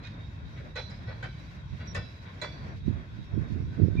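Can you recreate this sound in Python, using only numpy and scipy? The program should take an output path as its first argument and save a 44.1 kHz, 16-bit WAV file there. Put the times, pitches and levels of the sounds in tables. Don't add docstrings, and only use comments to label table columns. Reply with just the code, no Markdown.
import sys
import numpy as np
from scipy import signal
from scipy.fft import rfft, irfft
from scipy.io import wavfile
from scipy.ndimage import uniform_filter1d

SR = 44100
rng = np.random.default_rng(int(sys.argv[2]) if len(sys.argv) > 2 else 0)


def wav_out(sig):
    wavfile.write(sys.argv[1], SR, np.round(np.clip(np.atleast_2d(sig).T, -1, 1) * 32767).astype(np.int16))


N = 176400

# time in seconds, level of the buffeting in dB.
LEFT_GUSTS = [(0.35, -64), (.46, -35.5), (.55, -60), (2.4, -56), (2.6, -50), (2.77, -41.5), (2.95, -47.5),
              (3.55, -44), (3.7, -34.5), (3.82, -48.5), (4, -33)]
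RIGHT_GUSTS = [(1.4, -51), (1.69, -44.5), (1.745, -27.5), (1.78, -56), (2.05, -41), (2.12, -68),
               (2.83, -42), (2.885, -19.5), (2.94, -29), (3.06, -48), (3.13, -38.5), (3.2, -28.5),
               (3.28, -52), (3.34, -24), (3.41, -24.5), (3.47, -34), (3.52, -30.5), (3.6, -27), (3.76, -35),
               (3.795, -19.5), (3.83, -15), (3.93, -28.5), (3.96, -28), (4, -17.5)]
# frequency in Hz, relative level in dB.
BUFFET_COLOUR = [(12, -52), (25, -31), (45, -17), (80, 0), (130, -4), (200, -13), (300, -26), (600, -55),
                 (3000, -110)]
FLUTTER_COLOUR = [(20, -42), (60, -16), (150, -2), (310, 2), (420, -8), (600, -24), (1000, -43),
                  (2000, -65), (8000, -110)]
# time in seconds, peak in dB, width in seconds.
SLAPS = [(2.882, -13, 0.0012), (2.910, -19.5, .0014), (3.378, -16.5, 0.00097), (3.522, -18, 0.0017),
         (3.8, -16.5, 0.00079), (3.816, -18, 0.0012), (3.839, -12, 0.0016), (3.885, -14, 0.00083),
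         (3.955, -16.5, 0.001)]
# frequency in Hz, relative level in dB.
RUMBLE_COLOUR = [(12, -52.5), (25, -29), (35, -5.5), (55, 7), (90, 8.5), (140, 4.5), (200, -5.5),
                 (300, -14), (450, -27), (900, -56), (5000, -100.5)]
ROLLING_COLOUR = [(20, -22), (150, 17), (400, 1.5), (650, 2), (900, -5), (1550, -1.5), (1900, -1.5),
                  (2450, -5.5), (2950, -14.5), (3350, -14), (3850, -15.5), (4400, -14.5), (5600, -18.5),
                  (6800, -25.5), (8200, -36), (13000, -41), (15000, -36.5)]
# frequency in Hz, likeness of left and right from -1 to 1.
ROLLING_LIKENESS = [(300, 0.88), (650, 0.049), (1350, -0.6), (2500, 0.14), (6000, -0.07)]
# time in seconds, level in dB.
ROLLING_FADER = [(0, -51.5), (.4, -49), (.62, -48.5), (.75, -52), (1.5, -46.5), (2.1, -48.5), (2.68, -47),
                 (2.9, -48), (3.15, -50.5), (3.6, -50), (4, -48.5)]
# pitch in Hz, level in dB, pan in dB (positive is left).
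SINGING_MODES = [(1001, -65.5, 8), (1492, -69, 11.5), (2300, -90.5, -4.5), (2610, -78, 16.5),
                 (3330, -74, 12), (3790, -69, -8.5)]
# typical pitch in Hz, typical level in dB.
GLINTS = [(3400, -76), (3750, -69.5), (4250, -79), (4800, -77), (5500, -75.5), (6500, -87)]
# start and length in seconds, pitch in Hz, level in dB, pan in dB.
SQUEAKS = [(0.1, 0.23, 3730, -63.5, -10), (1.859, 0.082, 5680, -52, -18), (3.703, 0.095, 1520, -57.5, -8),
           (3.878, 0.12, 1556, -62.5, 9), (3.964, 0.052, 2383, -42, -5)]
# start in seconds, level in dB, 60 dB decay time in seconds, pan in dB.
KNOCKS = [(0.599, -49, 0.52, 3), (2.428, -49, 0.13, 8)]
# frequency in Hz, relative level in dB.
KNOCK_COLOUR = [(80, -21), (190, 1.5), (300, 0), (600, 6.5), (900, -53), (3000, -65)]
CLATTER_COLOUR = [(200, -26), (520, 6), (800, -1.5), (1500, -3), (2200, -3), (2900, -14.5), (3400, -8),
                  (4100, -9), (5000, -30.5), (6800, -8.5), (8500, -23), (11000, -27), (13000, -88)]
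RATTLE_COLOUR = [(1500, -25), (2400, -3), (2900, -6), (3450, 0.5), (4400, -2.5), (5400, -6.5),
                 (6600, -13.5), (8000, -31), (12000, -38)]
# pitch in Hz, relative level in dB, 60 dB decay time in seconds.
WHEEL_MODES = [(489, -11.5, 0.25), (604, -12, 0.28), (993, -13, 0.17), (1032, -32, 0.34),
               (1496, -5.5, 0.22), (1945, -6, 0.16), (2300, -13, 0.43), (2525, -20, 0.16),
               (3440, -16, 0.48), (4480, -30, 0.52), (4600, -22.5, 0.94), (5300, -31, 0.31),
               (5340, -31, 0.48), (5630, -33, 0.78)]
# start in seconds, level of clatter and wheel modes in dB, attack
# in seconds, the clatter's mid and treble trims in dB, then rattle, thud, pan and ping in dB,
# clang pitch in Hz and level in dB, ring pitch in Hz and level in dB, lingering tone in dB.
CLACKS = [(0.026, -59.5, 0.026, 14.5, -11, -55, -44, -1.5, -73, 2470, -52, 3780, -58, -80),
          (0.558, -70, 0.016, 20, -21.5, -71, -44, 2, -80, 1976, -62, 3760, -67, -72),
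          (0.753, -39.5, 0.014, 3, -14.5, -47.5, -66, -2.5, -71, 2440, -53, 4030, -43, -68),
          (0.896, -63, 0.014, 10.5, 8, -61, -70, 2, -59, 2250, -57, 5060, -61, -74),
          (1.063, -46.5, 0.03, -0.5, -43, -80, -35.5, -0.5, -70, 1920, -54, 4200, -64, -68),
          (1.226, -44.5, 0.0046, 4, -7, -64, -39.5, 0.5, -72, 1550, -42, 3100, -54, -62),
          (1.786, -53, .027, 3.5, -33, -81, -48, 4, -82, 2770, -59, 3980, -77, -62),
          (1.946, -37, .0061, -6.5, -1, -48, -37.5, 2.5, -52, 1804, -40.5, 2655, -48.5, -58),
          (2.249, -56.5, .015, 9, -21, -76, -75, 2, -76, 2360, -68, 3790, -64, -86),
          (2.415, -36, 0.0068, -3, -1, -58, -49.5, -1.5, -39.5, 2040, -46, 3510, -53.5, -64)]

WAVER_DEPTH, WAVER_PER_S = .47, 90
IMPACT_LIKENESS = .26
MID_HZ, TREBLE_HZ, RING_PAN_DB = 1380, 3600, -10


def undb(db):
    return 10 ** (np.asarray(db) / 20)


def curve(rows):
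    return np.interp(np.arange(N) / SR, *np.array(rows).T)


def per_bin(rows):
    hz, value = np.array(rows).T
    return np.interp(np.log(np.fft.rfftfreq(N, 1 / SR) + 1), np.log(hz), value)


def unit(x):
    return x / np.sqrt(np.mean(x ** 2))


def noise(colour):
    return unit(irfft(rfft(rng.standard_normal(N)) * undb(per_bin(colour)), N))


def wide_noise(colour, likeness):
    mid = rfft(noise(colour)) * np.sqrt(1 + likeness)
    side = rfft(noise(colour)) * np.sqrt(1 - likeness)
    return unit(irfft(np.array([mid + side, mid - side]), N))


def walk(per_s):
    hold = max(int(SR / per_s), 1)
    steps = rng.standard_normal(N)[np.arange(N) // hold]
    return unit(uniform_filter1d(uniform_filter1d(steps, hold), hold))


def split(x, hz):
    lowpass = 1 / (1 + (np.fft.rfftfreq(N, 1 / SR) / hz) ** 6)
    low = irfft(rfft(x) * lowpass, N)
    return low, x - low


def pan(db):
    return undb(np.array([[db], [-db]]) / 2)


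def swell(age, length):
    return np.sin(np.pi * np.clip(age / length, 0, 1)) ** 2


def blow(age, rise, t60, hold=0):
    attack = np.clip(age / max(rise, 1e-4), 0, 1)
    return attack * np.exp(-np.log(1000) * np.maximum(age - rise - hold, 0) / t60)


def wind(gusts):
    db = curve(gusts)
    flutter = unit(noise(FLUTTER_COLOUR) * np.exp(.3 * walk(70)))
    flutter_db = -9 + .35 * (db + 18)
    return undb(db) * (noise(BUFFET_COLOUR) + flutter * undb(flutter_db))


def wind_slaps():
    t, out = np.arange(N) / SR, 0
    for at, db, width in SLAPS:
        offset = (t - at) / width
        out += undb(db) * (offset ** 2 - 1) * np.exp(-offset ** 2 / 2)
    return out


def wagons():
    rumble = wide_noise(RUMBLE_COLOUR, likeness=1) * undb(-44 + 2.5 * walk(24))
    low, high = split(wide_noise(ROLLING_COLOUR, per_bin(ROLLING_LIKENESS)), hz=2200)
    hiss = low * undb(3.5 * walk(17)) + pan(-2) * high * undb(1.75 * walk(42))
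    return rumble + hiss * undb(curve(ROLLING_FADER))


def wheel_singing():
    out = 0
    for hz, db, pan_db in SINGING_MODES:
        phase = 2 * np.pi * np.cumsum(hz * (1 + .015 * walk(9.2))) / SR
        band = np.array([walk(380) * np.sin(phase) + walk(380) * np.cos(phase) for _ in range(2)])
        out += undb(db) * pan(pan_db) * unit(band * undb(2 * walk(17)))
    return out


def wheel_glints(per_s=20):
    t, out = np.arange(N) / SR, 0
    count = int(per_s * N / SR)
    waver = np.array([walk(WAVER_PER_S), walk(WAVER_PER_S)])
    for k, (jitter, detune, strength) in enumerate(rng.standard_normal((count, 3))):
        hz, db = GLINTS[k % len(GLINTS)]
        age = t - (k + 2 * jitter) / per_s
        phase = 2 * np.pi * hz * (1 + .035 * detune) * age + np.roll(waver, k * SR // 7, axis=1)
        out += undb(db + 1.5 * strength) * swell(age, length=.1) * np.sin(phase)
    return np.sqrt(2) * pan(-12) * out


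def flange_squeaks():
    t, out = np.arange(N) / SR, 0
    for start, length, hz, db, pan_db in SQUEAKS:
        pitch = hz * (1 + .011 * walk(250))
        tone = np.sin(2 * np.pi * np.cumsum(pitch) / SR) * (1 + .6 * walk(150))
        out += pan(pan_db) * undb(db) * swell(t - start, length) * unit(tone)
    return out


def coupling_knocks():
    t, envelope = np.arange(N) / SR, 0
    for start, db, t60, pan_db in KNOCKS:
        envelope += pan(pan_db) * undb(db) * blow(t - start, rise=.004, t60=t60)
    return wide_noise(KNOCK_COLOUR, IMPACT_LIKENESS) * envelope


def panels(x, spacing_hz=40, depth_db=3.5):
    hz = np.fft.rfftfreq(x.shape[1], 1 / SR)
    knots = rng.standard_normal((2, 1024))
    mid, side = [np.interp(hz / spacing_hz, np.arange(1024), k) for k in knots]
    gain = undb(depth_db * np.array([mid + side / 2, mid - side / 2]))
    return irfft(rfft(x) * unit(gain), x.shape[1])


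def steel_mode(age, hz, rise, t60, sag_per_s=.04):
    knots = rng.standard_normal((4, 128))
    drift = np.array([np.interp(np.maximum(age, 0) * WAVER_PER_S, np.arange(128), k) for k in knots])
    cycles = hz * age * (1 - sag_per_s * age / 2) + rng.random()
    phase = 2 * np.pi * cycles + 2 * WAVER_DEPTH * drift[:2]
    return np.sqrt(2) * blow(age, rise, t60) * (1 + WAVER_DEPTH * drift[2:]) * np.sin(phase)


def struck_wheel(age, rise):
    out = 0
    variations = rng.standard_normal((len(WHEEL_MODES), 2))
    for (hz, db, t60), (detune, strength) in zip(WHEEL_MODES, variations):
        spread, scatter_db, side = (.035, 3, pan(RING_PAN_DB)) if hz > TREBLE_HZ else (.0035, -2, 1)
        mode = steel_mode(age, hz * (1 + spread * detune), rise, t60)
        out += side * undb(1.5 + db + scatter_db * strength) * mode
    return out


def joint_clacks():
    out = np.zeros((2, N))
    bogie = wide_noise(CLATTER_COLOUR, IMPACT_LIKENESS) * unit(np.exp(.21 * walk(300)))
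    body, treble = split(bogie, TREBLE_HZ)
    low, mid = split(body, MID_HZ)
    loose_steel = wide_noise(RATTLE_COLOUR, likeness=0) * unit(np.exp(.25 * walk(200)))
    for (start, db, rise, mid_db, treble_db, rattle_db, thud_db, pan_db, ping_db,
         clang_hz, clang_db, ring_hz, ring_db, linger_db) in CLACKS:
        span = max(int(start * SR), 0) + np.arange(SR)
        age = span / SR - start
        echo = blow(age, rise, t60=.22)
        crash_shape = np.hypot(blow(age, rise, t60=.16, hold=.025), undb(-10.5) * echo)
        crack_shape = np.hypot(blow(age, rise / 4, t60=.11), undb(-15) * echo)
        crash = panels(low[:, span] + undb(mid_db) * mid[:, span]) * crash_shape
        crack = pan(-4) * undb(treble_db) * panels(treble[:, span]) * crack_shape
        rattle = pan(-8.5) * undb(rattle_db) * panels(loose_steel[:, span]) * blow(age, rise, t60=.36)
        wheel = struck_wheel(age, rise)
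        clang = undb(clang_db) * steel_mode(age, clang_hz, rise, t60=.24)
        ring = undb(ring_db) * steel_mode(age, ring_hz, rise, t60=.43)
        ping = undb(ping_db) * steel_mode(age, hz=4053, rise=.00096, t60=.15)
        linger = undb(linger_db) * steel_mode(age, hz=3955, rise=rise, t60=1.24)
        thud = undb(thud_db) * steel_mode(age, hz=110.5, rise=.019, t60=.58)[0]
        impact = undb(db) * (undb(.5) * (crash + crack) + wheel)
        tones = clang + pan(RING_PAN_DB) * (ring + ping + linger)
        out[:, span] += pan(pan_db) * (impact + rattle + tones) + thud
    return out


def scene():
    train = wagons() + joint_clacks() + coupling_knocks()
    train += wheel_singing() + wheel_glints() + flange_squeaks()
    return train + np.array([wind(LEFT_GUSTS), wind(RIGHT_GUSTS) + wind_slaps()])


def record(dry, top_hz=15500):
    return signal.sosfilt(signal.ellip(8, .2, 70, top_hz, fs=SR, output="sos"), dry)


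dry = scene()
out = record(dry)
wav_out(out)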